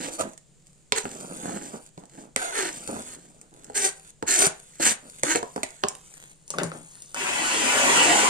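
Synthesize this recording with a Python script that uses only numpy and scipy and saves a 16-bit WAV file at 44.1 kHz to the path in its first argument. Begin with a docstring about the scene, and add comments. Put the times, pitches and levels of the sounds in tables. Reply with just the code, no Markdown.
"""A knife knocks and scrapes chopped vegetables off a plastic board into a food chopper, close by
in a kitchen. Wet pieces rustle and tumble, the plastic bowl clunks, then the chopper starts and churns.
The edge sticks and slips on the flexing board; blows ring the modes of board and bowl; the chopper's
blades fling pieces at the wall, which drums bowl and housing."""
import sys
import numpy as np
from scipy import signal
from scipy.fft import irfft
from scipy.io import wavfile
from scipy.ndimage import uniform_filter1d, map_coordinates

SR = 44100
rng = np.random.default_rng(int(sys.argv[2]) if len(sys.argv) > 2 else 0)


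def wav_out(sig):
    """Save sig, one row per channel (or a flat mono array), as 16-bit PCM at SR to the path in sys.argv[1]."""
    wavfile.write(sys.argv[1], SR, np.round(np.clip(np.atleast_2d(sig).T, -1, 1) * 32767).astype(np.int16))


N = 365588
TIME = np.arange(N) / SR
RING_S = np.arange(SR * 2 // 3) / SR  # time axis of a decay
CHOPPER_START_S = 7.16
# board to the right, then the microphones turn to the bowl: t/s, left lag/ms, left minus right/dB
BEARING = [(0, 0.4, -4), (3.8, 0.39, -2), (5.3, 0.4, -1.5), (5.8, 0.4, -4), (6.2, 0.239, 0.5),
           (6.6, .2, 2.5), (8.3, .27, -0.5)]


def amp(db):
    """Decibels to gain."""
    return 10 ** (np.asarray(db) / 20)


def unit(x):
    """Scale to rms 1."""
    return x / np.sqrt(np.mean(x ** 2) + 1e-20)


def at_hz(points, hz):
    """Interpolate a table over log frequency."""
    f, value = np.transpose(points)
    return np.interp(np.log(hz + 1), np.log(f + 1), value)


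def over_time(rows, column):
    """Interpolate one table column over time."""
    return np.interp(TIME, *np.transpose(rows)[[0, column]])


def add(mix, start_s, sound):
    """Mix in a sound at start_s."""
    part = mix[max(round(start_s * SR), 0):][:len(sound)]
    part += sound[:len(part)]


def colour(x, spectrum, size=2048):
    """Minimum-phase filter; spectrum: f/Hz, gain/dB."""
    log_gain = np.log(amp(at_hz(spectrum, abs(np.fft.fftfreq(size, 1 / SR)))))
    taps = np.fft.ifft(np.exp(np.conj(signal.hilbert(log_gain)))).real
    return signal.oaconvolve(x, taps)[:len(x)]


def resonate(x, hz, width_hz):
    """Unity-gain resonance following the curve hz."""
    carrier = np.exp(2j * np.pi * np.cumsum(hz) / SR)
    pole = np.exp(-np.pi * width_hz / SR)
    return 2 * (carrier * signal.lfilter([(1 - pole) ** 2], [1, -2 * pole, pole * pole], x / carrier)).real


def wander(step_s):
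    """Random drift, rms 1."""
    knots_s = np.arange(0, TIME[-1] + 1, step_s)
    return unit(np.interp(TIME, knots_s, rng.standard_normal(1000)[:len(knots_s)]))


def envelope(pushes, attack_s, release_s, column=4):
    """Gain of a set of pushes: attack, swell, fade, release; column holds the level/dB."""
    gain = np.zeros(N)
    for push in pushes:
        start_s, swell_s, fade_s, depth_db = push[:4]
        top_s = start_s + swell_s
        end_s = top_s + fade_s
        pressure_db = np.interp(TIME, [start_s, top_s, end_s], [-depth_db, 0, -depth_db])
        edges = (np.maximum(start_s - TIME, 0) / attack_s) ** 2 + np.maximum(TIME - end_s, 0) / release_s
        gain = np.maximum(gain, amp(push[column] + pressure_db) * np.exp(-np.minimum(edges, 30)))
    return gain


def grains(per_s, spread_db, clump_db, clump_s):
    """Tiny slips and impacts, uneven in size, in clumps."""
    sizes = rng.standard_normal(N) * amp(spread_db * np.minimum(rng.exponential(1, N), 4))
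    clumps = unit(uniform_filter1d(rng.standard_normal(N), int(clump_s * SR)))
    return unit(sizes * (rng.random(N) < per_s / SR) * amp(clump_db * clumps))


def pops(lo_hz, hi_hz, per_s, decay_cycles, spread_db):
    """Short wet pops, random in time, pitch and size."""
    when, pitch, size = rng.random((int(per_s * TIME[-1]), 3)).T[:, :, None]
    step = np.arange(SR // 50)
    cycles = lo_hz * (hi_hz / lo_hz) ** pitch * step / SR
    decay = np.exp(-cycles / decay_cycles) * (1 - step / len(step))
    sound = amp(-spread_db * np.log(size + .03)) * np.cos(2 * np.pi * cycles) * decay
    index = (when * N).astype(int) + step
    return unit(np.bincount(index.ravel(), sound.ravel(), N)[:N])


def room_tone(level_db=-58.5):
    """Room tone and microphone hiss, partly common to both sides."""
    spectrum = [(20, 5), (45, 1.5), (100, -7), (155, 8.5), (230, -7.5), (500, -9), (1000, -22),
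                (4000, -21.5), (5800, -22.5), (7300, -10.5), (9000, -19), (10500, -38), (15500, -39)]  # noise floor: f/Hz, level/dB
    left, right, both = (colour(noise, spectrum) for noise in rng.standard_normal((3, N)))
    return amp(level_db) * unit(np.array([left, right]) + both)


def kitchen(first_s=.004, coherent_hz=450):
    """Dense reflections dying band by band; bass partly alike on both sides."""
    decay_times = [(100, 0.13), (500, 0.32), (2000, 0.29), (8000, 0.18), (15000, 0.016)]  # reverberation: f/Hz, t60/s
    shape = (2, len(RING_S))
    taps = rng.standard_normal(shape) * (rng.random(shape) < .12) * (RING_S > first_s)
    hz, t, bands = signal.stft(taps, SR, nperseg=256)
    coherence = .6 * np.exp(-(hz[:, None] / coherent_hz) ** 2 / 2)
    bands[1] = coherence * bands[0] + np.sqrt(1 - coherence ** 2) * bands[1]
    tail = signal.istft(bands * amp(-60 * t / at_hz(decay_times, hz)[:, None]), SR, nperseg=256)[1]
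    return tail / np.linalg.norm(tail, axis=1, keepdims=True)


def near_reflections(t60_s=.013, cutoff_hz=750):
    """Early reflections off bowl, blade and board; long waves bend around them."""
    t = RING_S[:SR // 20]
    taps = rng.standard_normal((2, len(t))) * amp(-60 * t / t60_s)
    taps = signal.sosfilt(signal.butter(2, cutoff_hz, "high", fs=SR, output="sos"), taps)
    return taps / np.linalg.norm(taps, axis=1, keepdims=True)


def moving(x, response, fade_hz, count=3):
    """A moving source fades from one set of reflections into the next."""
    shares = [np.cos(np.pi * (fade_hz * TIME + k / count)) * np.sqrt(2 / count) for k in range(count)]
    return sum(signal.oaconvolve((x * share)[None], response(), axes=1)[:, :N] for share in shares)


def direct_path(x):
    """The straight path reaches the right microphone first."""
    lag_samples = over_time(BEARING, column=1) * SR / 1000
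    return np.array([map_coordinates(x, [np.arange(N) - lag_samples], order=3), x])


def vegetables():
    """Wet leaves fizz and snap, stems crackle as they settle, juice ticks and squelches, pieces bump."""
    # pushes: start/s, swell/s, fade/s, depth/dB, level/dB
    slides = [(0.25, 0.021, 0.067, 3, -51), (0.67, 0.018, 0.14, 7, -64.5), (1.01, 0.07, 0.27, 1.5, -44),
              (1.35, 0.078, 0.16, 2.5, -39.5), (1.6, 0.065, 0.12, 2.5, -44), (1.8, 0.022, 0.066, 6, -52),
              (1.98, 0.012, 0.06, 14, -54.5), (2.14, 0.048, 0.078, 12, -49), (2.73, 0.36, 0.066, 0, -41.5),
              (3.09, 0.017, 0.042, 6, -48), (3.16, 0.018, 0.32, 13, -54), (3.59, 0.079, 0.095, 1, -58),
              (3.93, 0.1, 0.075, -6.5, -55), (4.54, 0.2, 0.21, 0, -53), (5.0, 0.2, 0.017, 7.5, -48.5),
              (5.45, 0.77, 0.11, 0, -53), (6.2, 0.11, 0.14, 3, -64), (6.52, 0.046, 0.59, 2, -50)]  # leaves and slices sliding or settling
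    tumbles = [(0.0, 0.036, 0.057, -5.5, -42), (0.2, 0.039, 0.05, 4.5, -38),
               (1.05, 0.018, 0.019, 8.5, -33.5), (1.13, 0.058, 0.48, 2, -40),
               (1.36, 0.095, 0.34, 16.5, -32.5), (1.72, 0.027, 0.022, 7, -35.5),
               (1.99, 0.054, 0.022, 9, -51), (2.13, 0.063, 0.1, 9, -44), (2.74, 0.065, 0.1, 2.5, -46),
               (2.892, 0.018, 0.096, -0.5, -32.5), (3.03, 0.049, 0.403, 11, -50),
               (3.54, 0.048, 0.21, 1, -52), (5.04, 0.021, 0.035, 5, -48.5), (6.55, 0.063, 0.06, 20, -26),
               (6.72, 0.011, 0.083, 8, -42.5)]  # soft pieces rolling into the bowl
    # spectra: f/Hz, level/dB
    leaf_spectrum = [(500, -7), (850, -8), (1200, -12), (1700, -10), (3500, -8.5), (5500, -12), (7300, 0.5),
                     (9000, -3.5), (10300, -16), (12000, -16), (15500, -37)]
    bump_spectrum = [(50, -23), (110, -9), (170, 4), (270, 5.5), (430, -1), (750, -2.5), (1100, -12),
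                     (1600, -14.5), (2500, -28), (4000, -47)]
    sliding = grains(per_s=7000, spread_db=-1.5, clump_db=0.9, clump_s=0.05)
    snaps = grains(per_s=90, spread_db=5, clump_db=7, clump_s=0.045)
    landings = grains(per_s=1100, spread_db=1.5, clump_db=2, clump_s=0.012)
    stems = grains(per_s=91, spread_db=1.5, clump_db=5.5, clump_s=0.075)
    fizz = amp(-4.5) * unit(colour(sliding + 0.1 * snaps, leaf_spectrum))
    bumps = amp(-2) * unit(colour(landings, bump_spectrum))
    crackle = amp(-32) * unit(colour(stems, leaf_spectrum))
    juice = amp(-6) * pops(lo_hz=6170, hi_hz=9470, per_s=260, decay_cycles=9.5, spread_db=2)
    squelch = amp(-15) * pops(lo_hz=786, hi_hz=5030, per_s=220, decay_cycles=4, spread_db=3.5)
    slide_gain = envelope(slides, attack_s=0.05, release_s=0.0059)
    tumble_gain = envelope(tumbles, attack_s=0.017, release_s=0.015)
    return (fizz + juice + squelch) * slide_gain + crackle * slide_gain ** 0.52 + bumps * tumble_gain


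def contact(spectrum, t60_s, seat_s=0.000791):
    """A smeared jolt as the edge seats, then brief chatter; rms 1 over the first 4 ms."""
    t = RING_S[:SR // 10]
    hz = np.fft.rfftfreq(len(t), 1 / SR)
    delay_s = seat_s + .0016 * np.interp(hz, np.linspace(0, SR / 2, 48), rng.random(48))
    jolt = irfft(np.exp(-2j * np.pi * np.cumsum(delay_s) * hz[1]), len(t))
    chatter = rng.standard_normal(len(t)) * amp(-23 - 60 * t / t60_s) * (t > seat_s)
    sound = colour(jolt + chatter, spectrum)
    return sound / np.sqrt(np.mean(sound[:SR // 250] ** 2))


def blows(hits, modes, tick_trim_db, clack_trim_db, thud_trim_db, rise_s, scatter, spot_db, spot_t60_s):
    """Blows on plastic: bright tick, crack, duller clack, and a thud of struck spot and body modes."""
    # spectra: f/Hz, level/dB
    tick_spectrum = [(1500, -27.5), (3600, -17), (5200, -6), (7300, 4.5), (9000, 0), (10500, -16.5),
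                     (15500, -23)]
    crack_spectrum = [(800, -14.5), (2200, 1), (3300, 1), (4600, 2.5), (6000, -5.5), (9000, -21),
                      (15500, -37)]  # a hard, square hit
    clack_shape = [(0.08, -27.5), (0.25, -1), (0.45, -0.5), (0.72, -4), (1, 7), (1.3, -7.5), (1.8, -5),
                   (4.5, -41.5)]  # spectrum: multiple of the clack pitch, level/dB
    out = np.zeros(N)
    mode_hz, mode_db, mode_t60_s = np.transpose(modes)[:, :, None]
    for start_s, tick_db, crack_db, thud_db, clack_db, contact_t60_s, spot_hz, clack_hz in hits:
        clack_spectrum = [(multiple * clack_hz, db) for multiple, db in clack_shape]
        tick = amp(tick_db + tick_trim_db) * contact(tick_spectrum, contact_t60_s)
        crack = amp(crack_db) * contact(crack_spectrum, contact_t60_s)
        clack = amp(clack_db + clack_trim_db) * contact(clack_spectrum, contact_t60_s)
        add(out, start_s, tick + crack + clack)
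        # the place of the blow changes each mode's share and pitch
        share, detune, side = rng.standard_normal((3, len(modes), 1))
        decays = np.sign(side) * amp(mode_db + 2 * share - 60 * RING_S / mode_t60_s)
        ring = (decays * np.sin(2 * np.pi * mode_hz * (1 + scatter * detune) * RING_S)).sum(0)
        ring += amp(spot_db - 60 * RING_S / spot_t60_s) * np.sin(2 * np.pi * spot_hz * RING_S)
        ring *= 1 - np.exp(-RING_S / rise_s)
        onset_rms = np.sqrt(np.mean(ring[:SR // 100] ** 2))
        add(out, start_s, amp(thud_db + thud_trim_db) * ring / onset_rms)
    return out


def bowl_clunks():
    """Plastic parts of the bowl click home and ring it."""
    # hits: t/s, tick/dB, crack/dB, thud/dB, clack/dB, contact t60/s, spot/Hz, clack/Hz
    clunks = [(6.4778, -33.5, -58, -72, -67, 0.02, 601, 1500),
              (6.503, -18, -40, -37, -46, 0.033, 590, 1210),
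              (6.538, -56, -59, -29.5, -37.5, 0.057, 1140, 1210),
              (6.5837, -22, -30, -20, -26.5, 0.025, 418, 1480), (6.599, -42, -53, -30, -32, .04, 260, 1670),
              (6.616, -47, -59, -21.5, -44, .02, 397, 600),
              (6.6323, -18.5, -38, -29, -36, 0.026, 308, 1100), (6.648, -50, -60, -25, -46, .015, 161, 600),
              (6.716, -42, -46, -35, -39, 0.014, 557, 1300),
              (7.1436, -21.5, -52, -44, -36.5, 0.04, 570, 1490)]
    bowl_modes = [(91.5, -13, 0.27), (163.1, -0.5, 0.6), (238, -8, 0.084), (356, -11, 0.073),
                  (425, -3, 0.078), (545, 8.5, 0.081), (607, 4, 0.1), (830, 4, 0.064), (1140, -2, 0.09),
                  (1300, -9, 0.035), (1476, -3, 0.038), (1810, 0, 0.045)]  # f/Hz, level/dB, t60/s
    return blows(clunks, bowl_modes, tick_trim_db=-8.5, clack_trim_db=4, thud_trim_db=-8.5,
                 rise_s=0.0017, scatter=0.017, spot_db=13.5, spot_t60_s=0.063)


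def lumps(relative_width=0.11):
    """Big pieces dragged round the wall make the bowl boom, each at its own pitch."""
    drags = [(7.53, .03, 0.061, 3, -35.5, 300), (7.54, .015, .03, 5, -30, 1900),
             (7.815, .055, .04, 7, -29, 257), (7.835, 0.016, 0.015, -0.5, -28, 707),
             (7.85, .015, .025, 3, -28, 1910), (7.91, 0.016, 0.026, 27, -27, 740),
             (7.955, 0.036, 0.033, 8, -22.5, 2860), (7.97, 0.019, 0.017, 11, -36, 302),
             (8.07, 0.03, 0.027, 4, -25.5, 700), (8.075, 0.032, 0.049, 11, -33, 173),
             (8.1, 0.019, 0.014, 5, -23, 1955), (8.122, 0.015, .018, 2, -24, 836),
             (8.25, .015, .025, -0.5, -24.5, 1060)]  # start/s, swell/s, fade/s, depth/dB, level/dB, f/Hz
    out = np.zeros(N)
    rubbing = grains(per_s=4200, spread_db=0, clump_db=-1, clump_s=0.0079)
    running = TIME >= CHOPPER_START_S
    for drag in drags:
        hz = drag[-1]
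        boom = unit(resonate(rubbing[running], np.full(running.sum(), hz), relative_width * hz))
        out[running] += boom * envelope([drag], attack_s=0.011, release_s=0.014)[running]
    return amp(-3) * out


def chopper_load(rise_db, spin_up_s=0.014, draw_in_s=0.8, ease_db_per_s=8.5, surge_db=0.36):
    """Chopper gain: quick start, climb to full load, slow easing, random surges."""
    t = TIME - CHOPPER_START_S
    switch_on = (1 + np.tanh(t / spin_up_s)) / 2
    load_db = rise_db * np.clip(t / draw_in_s - 1, -1, 0) - ease_db_per_s * np.maximum(t - draw_in_s, 0)
    return switch_on * amp(load_db + surge_db * wander(step_s=0.046))


def housing_ring(shaking):
    """Shaking rings the resonances of housing and bowl."""
    modes = [(164.5, 11, -5), (262, 36, 4.5), (440, 34, -14), (512, 10, -11), (734, 31, 6), (833, 42, 4),
             (1030, 12, -15.5), (1130, 14, 5), (1440, 54, 9), (1866, 22, 4), (1896, 91, 11), (2350, 22, -6),
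             (2780, 63, 1), (2925, 38, 5)]  # f/Hz, width/Hz, level/dB
    response = sum(amp(db) * np.sqrt(width_hz) * np.exp(-np.pi * width_hz * RING_S)
                   * np.cos(2 * np.pi * hz * RING_S) for hz, width_hz, db in modes)
    response = signal.sosfilt(signal.butter(4, 130, "high", fs=SR, output="sos"), response)
    return unit(signal.oaconvolve(shaking, response)[:N])


def chopper():
    """Blades fling pieces at the wall: patter drumming on the bowl, slaps, thumps, whirr and wet spray."""
    # spectra: f/Hz, level/dB
    churn_spectrum = [(500, -27), (1000, -9), (1450, 0), (2000, 0.5), (3100, 3.5), (3700, -8.5),
                      (5000, -14), (9000, -34)]
    spray_spectrum = [(2500, -16.5), (4000, -11), (5500, -9), (7300, 0), (8900, -7.5), (10300, -15.5),
                      (12000, -22), (15500, -29)]
    drum_spectrum = [(40, -34), (110, -18), (200, -9), (400, -7), (720, 5), (1000, 6.5), (1300, -6),
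                     (2500, -38.5)]
    whirr_centre = [(7.16, 1970), (7.274, 2520), (7.846, 2450), (7.898, 2220), (7.986, 2690), (8.126, 1930),
                    (8.222, 2360), (8.28, 2100)]  # swirling pieces: t/s, f/Hz
    heap_drop = [(7.945, 0.052, 0.3, 5, -24.5)]  # heap falls into the blades: start/s, swell/s, fade/s, depth/dB, level/dB
    patter = grains(per_s=6000, spread_db=3.5, clump_db=2.9, clump_s=0.0035)
    chunks = grains(per_s=1800, spread_db=3.5, clump_db=1.2, clump_s=0.0054)
    shaking = grains(per_s=3000, spread_db=1.5, clump_db=1.5, clump_s=0.011)
    whirr = unit(resonate(chunks, over_time(whirr_centre, column=1), width_hz=350))
    slaps = pops(lo_hz=1340, hi_hz=3420, per_s=220, decay_cycles=13, spread_db=4)
    churn = amp(-2) * unit(colour(patter, churn_spectrum)) + amp(-7) * whirr + amp(-5) * slaps
    droplets = grains(per_s=13000, spread_db=1, clump_db=0.5, clump_s=0.0069)
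    spray = unit(colour(droplets, spray_spectrum))
    thumps = pops(lo_hz=223, hi_hz=1245, per_s=150, decay_cycles=7.2, spread_db=2.5)
    drum = amp(-4.5) * unit(colour(chunks, drum_spectrum))
    drum += amp(-8) * housing_ring(shaking) + amp(-7) * thumps
    drop_gain = envelope(heap_drop, attack_s=.012, release_s=.03)
    return (churn * np.maximum(amp(-25) * chopper_load(rise_db=11.5), drop_gain)
            + amp(-24.5) * spray * chopper_load(rise_db=11)
            + amp(-24) * drum * chopper_load(rise_db=13.5))


def knife_scrapes(attack_s=0.0104, release_s=0.013, grip_db=3, judder_db=1.02):
    """The edge sticks and slips on scored plastic in step with the flexing board, whose
    resonances shift with the blade's place; each slip puffs hiss."""
    # start/s, swell/s, fade/s, depth/dB, hiss/dB, rasp/dB, rumble/dB,
    # board first/Hz, board last/Hz, chatter re rasp/dB, edge hiss/Hz
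    strokes = [(0.0, 0.03, 0.065, 5, -39, -41, -38.5, 260, 273.6, -7.5, 7800),
               (0.116, 0.027, 0.025, 3, -40.5, -50, -46, 307, 331.4, -10, 7950),
               (0.194, 0.017, 0.014, 4, -34.5, -41, -27.5, 646, 639, -2, 7670),
               (0.966, 0.017, 0.0065, 5, -28, -32, -31, 454, 399.4, -5, 8160),
               (2.379, 0.049, 0.082, 6.5, -36, -38.5, -34, 790, 675, -1, 7300),
               (2.526, 0.065, 0.1, 7.5, -31.5, -34, -31.5, 491, 304.4, -0.5, 8500),
               (3.76, 0.008, 0.039, 4, -26, -36, -35.5, 415.2, 400.4, 0, 8200),
               (3.815, 0.032, 0.039, 7, -23.5, -35, -33.5, 395.4, 383.5, 3.5, 8060),
               (4.283, 0.07, 0.08, 4.5, -22.5, -31, -34, 349.4, 386, -0.5, 7300),
               (4.385, 0.059, 0.022, 4, -20, -26.5, -26.5, 338, 399.5, -1.5, 8050),
               (4.812, 0.057, 0.053, 11.5, -17.5, -24.5, -28.5, 289.4, 218.4, -4.5, 8100),
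               (5.242, 0.066, 0.075, 9, -27, -32.5, -32, 316.5, 313.6, 0.5, 6700)]
    # spectra: f/Hz, level/dB
    hiss_spectrum = [(2000, -44.5), (3800, -4.5), (5200, -10.5), (6300, 1.5), (7300, 3), (8100, -6.5),
                     (8900, 4), (10200, -14), (12000, -13.5), (15500, -31.5)]
    rasp_spectrum = [(400, -79), (900, -6), (1500, 1.5), (2000, 1), (2800, -1), (3600, -1.5), (5500, -6.5),
                     (9000, -29)]
    chatter_spectrum = [(200, -12.5), (400, -4.5), (780, 3), (1150, -6), (1550, 4.5), (2300, -1.5),
                        (3500, -11.5), (6000, -19), (12000, -40)]  # one slip of the blade
    rumble_spectrum = [(50, -34), (110, -28), (190, -12.5), (300, 1.5), (450, 3), (800, 4.5), (1050, 2.5),
                       (1600, -34)]
    hiss_gain, rasp_gain, rumble_gain = (envelope(strokes, attack_s, release_s, col) for col in (4, 5, 6))
    board_hz, chatter_db, edge_hz = np.zeros((3, N))
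    for start_s, swell_s, fade_s, *_, first_hz, last_hz, stroke_chatter_db, stroke_edge_hz in strokes:
        touched = TIME >= start_s - attack_s
        end_s = start_s + swell_s + fade_s
        board_hz[touched] = np.interp(TIME[touched], [start_s, end_s], [first_hz, last_hz])
        chatter_db[touched], edge_hz[touched] = stroke_chatter_db, stroke_edge_hz
    slips = grains(per_s=4200, spread_db=1, clump_db=2, clump_s=0.0039)
    fine_slips = grains(per_s=12000, spread_db=2, clump_db=2.5, clump_s=0.00091)
    jitter = unit(uniform_filter1d(rng.standard_normal(N), SR // 300))
    cycles = np.cumsum(board_hz * (1 + .045 * jitter)) / SR
    # one catch per board cycle
    catches = np.diff(np.floor(cycles), prepend=0) * amp(2.5 * rng.standard_normal(N)) / np.sqrt(board_hz)
    grip = amp(grip_db * np.cos(2 * np.pi * cycles))
    hiss = amp(-1) * unit(colour((fine_slips + 0.27 * slips) * grip, hiss_spectrum))
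    hiss += amp(-6) * unit(resonate(slips * grip, edge_hz, width_hz=1500))
    rasp = unit(colour(slips * grip, rasp_spectrum))
    rasp += amp(chatter_db) * unit(colour(catches, chatter_spectrum))
    board = unit(resonate(fine_slips, board_hz, width_hz=75))
    board += amp(-6.5) * unit(resonate(fine_slips, 1.9 * board_hz, width_hz=110))
    rumble = amp(-5) * unit(colour(slips, rumble_spectrum)) + amp(-3) * board
    judder = amp(judder_db * wander(step_s=0.011))
    return (hiss * hiss_gain + rasp * rasp_gain + rumble * rumble_gain) * judder


def blade_ring(hits, re_tick_db=-34, hz=2280, t60_s=0.15):
    """The steel blade rings on in proportion to each tick."""
    out = np.zeros(N)
    for start_s, tick_db, *_ in hits:
        decay = amp(tick_db + re_tick_db - 60 * RING_S / t60_s)
        add(out, start_s, decay * np.sin(2 * np.pi * hz * RING_S))
    return out


def board_knocks(bit_t60_s=0.039, bit_spot_hz=480, bit_clack_hz=1910):
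    """Blade and pieces strike the board; small wet bits land with little more than a tick."""
    # hits: t/s, tick/dB, crack/dB, thud/dB, clack/dB, contact t60/s, spot/Hz, clack/Hz
    knocks = [(0.1935, -26, -44, -32, -37.5, .02, 640, 1300),
              (0.2073, -20, -40, -30, -45, 0.025, 665, 1300),
              (0.921, -13, -18, -25.5, -20.5, 0.019, 418, 2110),
              (1.0528, -46, -61, -30.5, -33, 0.037, 207, 1380),
              (1.493, -43, -55, -33, -40, .012, 294, 1100), (1.523, -40, -59, -34.5, -44, .012, 327, 1300),
              (1.571, -43, -61, -41, -43, .02, 272, 1600), (1.612, -45, -57, -45, -48, .012, 420, 1600),
              (1.737, -42, -58, -43, -50, .025, 310, 1490), (1.9758, -43, -51, -38.5, -43, 0.043, 176, 700),
              (2.036, -50, -60, -47.5, -51, .02, 258, 701),
              (2.3606, -9.5, -43, -28.5, -21, 0.009, 723, 2036),
              (2.8903, -52, -60, -33.5, -48, 0.015, 291.6, 750),
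              (2.927, -50, -60, -33, -43, .015, 208.8, 896.5),
              (3.698, -40, -58, -37, -42, 0.0073, 427.4, 800),
              (4.2248, -29.5, -42, -30, -29, 0.012, 508, 896),
              (4.231, -55, -65, -34.5, -47, 0.0098, 169.5, 597.3),
              (4.4666, -8, -39, -27.5, -29, 0.029, 170.3, 1491),
              (4.7976, -33, -47, -26.5, -35, .006, 328.4, 595.3),
              (5.233, -8, -40, -22, -25.5, 0.0074, 520, 2136),
              (5.3502, -29, -43, -24, -27.5, 0.013, 427, 2170),
              (5.3569, -13, -33, -23, -26.5, 0.03, 467, 2162),
              (5.4278, -30.5, -43, -28.5, -34, 0.014, 419, 1000),
              (5.5601, -29, -43, -29, -31, 0.039, 516, 980), (5.577, -46, -51, -35, -31, .015, 264, 800),
              (5.6312, -15.5, -29, -29, -28, 0.04, 692, 2180), (5.83, -55, -67, -44, -60, .01, 249, 600),
              (5.8359, -28, -23.5, -24.5, -18, 0.0099, 417, 1060),
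              (5.845, -42.5, -45, -33, -38, .02, 211, 704),
              (5.8838, -13.5, -40, -63, -55, 0.034, 500, 2100)]
    bits = [(0.3328, -39), (0.376, -34), (0.668, -42.5), (1.862, -37), (2.054, -42), (2.117, -53),
            (3.02, -30), (3.075, -35), (3.4128, -34), (3.643, -33), (4.076, -47), (4.7471, -47),
            (5.097, -33), (5.704, -33.5), (6.1384, -34), (6.772, -37), (7.02, -30)]  # landings: t/s, tick/dB
    board_modes = [(79, -21, 0.13), (162.5, -10, 0.072), (255, 0.5, 0.043), (329, -8, 0.03),
                   (409, 2, 0.047), (473, -5.5, 0.042), (565, 0, 0.059), (720, 5, 0.039), (870, 10, 0.021),
                   (1118, 0.5, 0.018)]  # f/Hz, level/dB, t60/s
    bit_hits = [(start_s, db, db - 23.5, db - 31, db - 27, bit_t60_s, bit_spot_hz, bit_clack_hz)
                for start_s, db in bits]
    board = blows(knocks + bit_hits, board_modes, tick_trim_db=-9, clack_trim_db=2, thud_trim_db=-1,
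                  rise_s=0.0044, scatter=0.082, spot_db=6.5, spot_t60_s=0.049)
    return board + blade_ring(knocks)


def scene():
    """Close work at the board, then the chopper filling the room."""
    rubbing = knife_scrapes() + vegetables()
    knocks = board_knocks()
    bowl = bowl_clunks()
    machine = chopper() + lumps()
    struck = knocks + bowl
    sustained = rubbing + amp(-3) * machine
    room_send = amp(-12) * (rubbing + knocks) + amp(-7) * bowl + amp(-2) * machine
    early = moving(amp(-9) * struck + amp(-4) * sustained, near_reflections, fade_hz=3.7)
    late = moving(room_send, kitchen, fade_hz=3)
    balance = amp(np.outer([1, -1], over_time(BEARING, column=2)) / 2)
    return (direct_path(struck + sustained) + early + late) * balance + room_tone()


def record(dry, ceiling=.85, cutoff_hz=15600):
    """Microphone port colour, soft overload, band limit."""
    port_balance = [(200, 1), (500, 1), (2000, 1), (4200, -0.5), (6400, -2), (7300, -5), (8200, 2.5),
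                    (9000, 18), (10000, 1), (12000, 3.5)]  # the two ports ring at different pitches: f/Hz, left minus right/dB
    ports = np.array([colour(x, [(hz, side * db / 2) for hz, db in port_balance])
                      for x, side in zip(dry, (1, -1))])
    clipped = np.tanh(ports / ceiling) * ceiling
    lowpass = signal.firwin(511, cutoff_hz, window=("kaiser", 9), fs=SR)
    return signal.oaconvolve(clipped, lowpass[None], "same")


dry = scene()
out = record(dry)
wav_out(out)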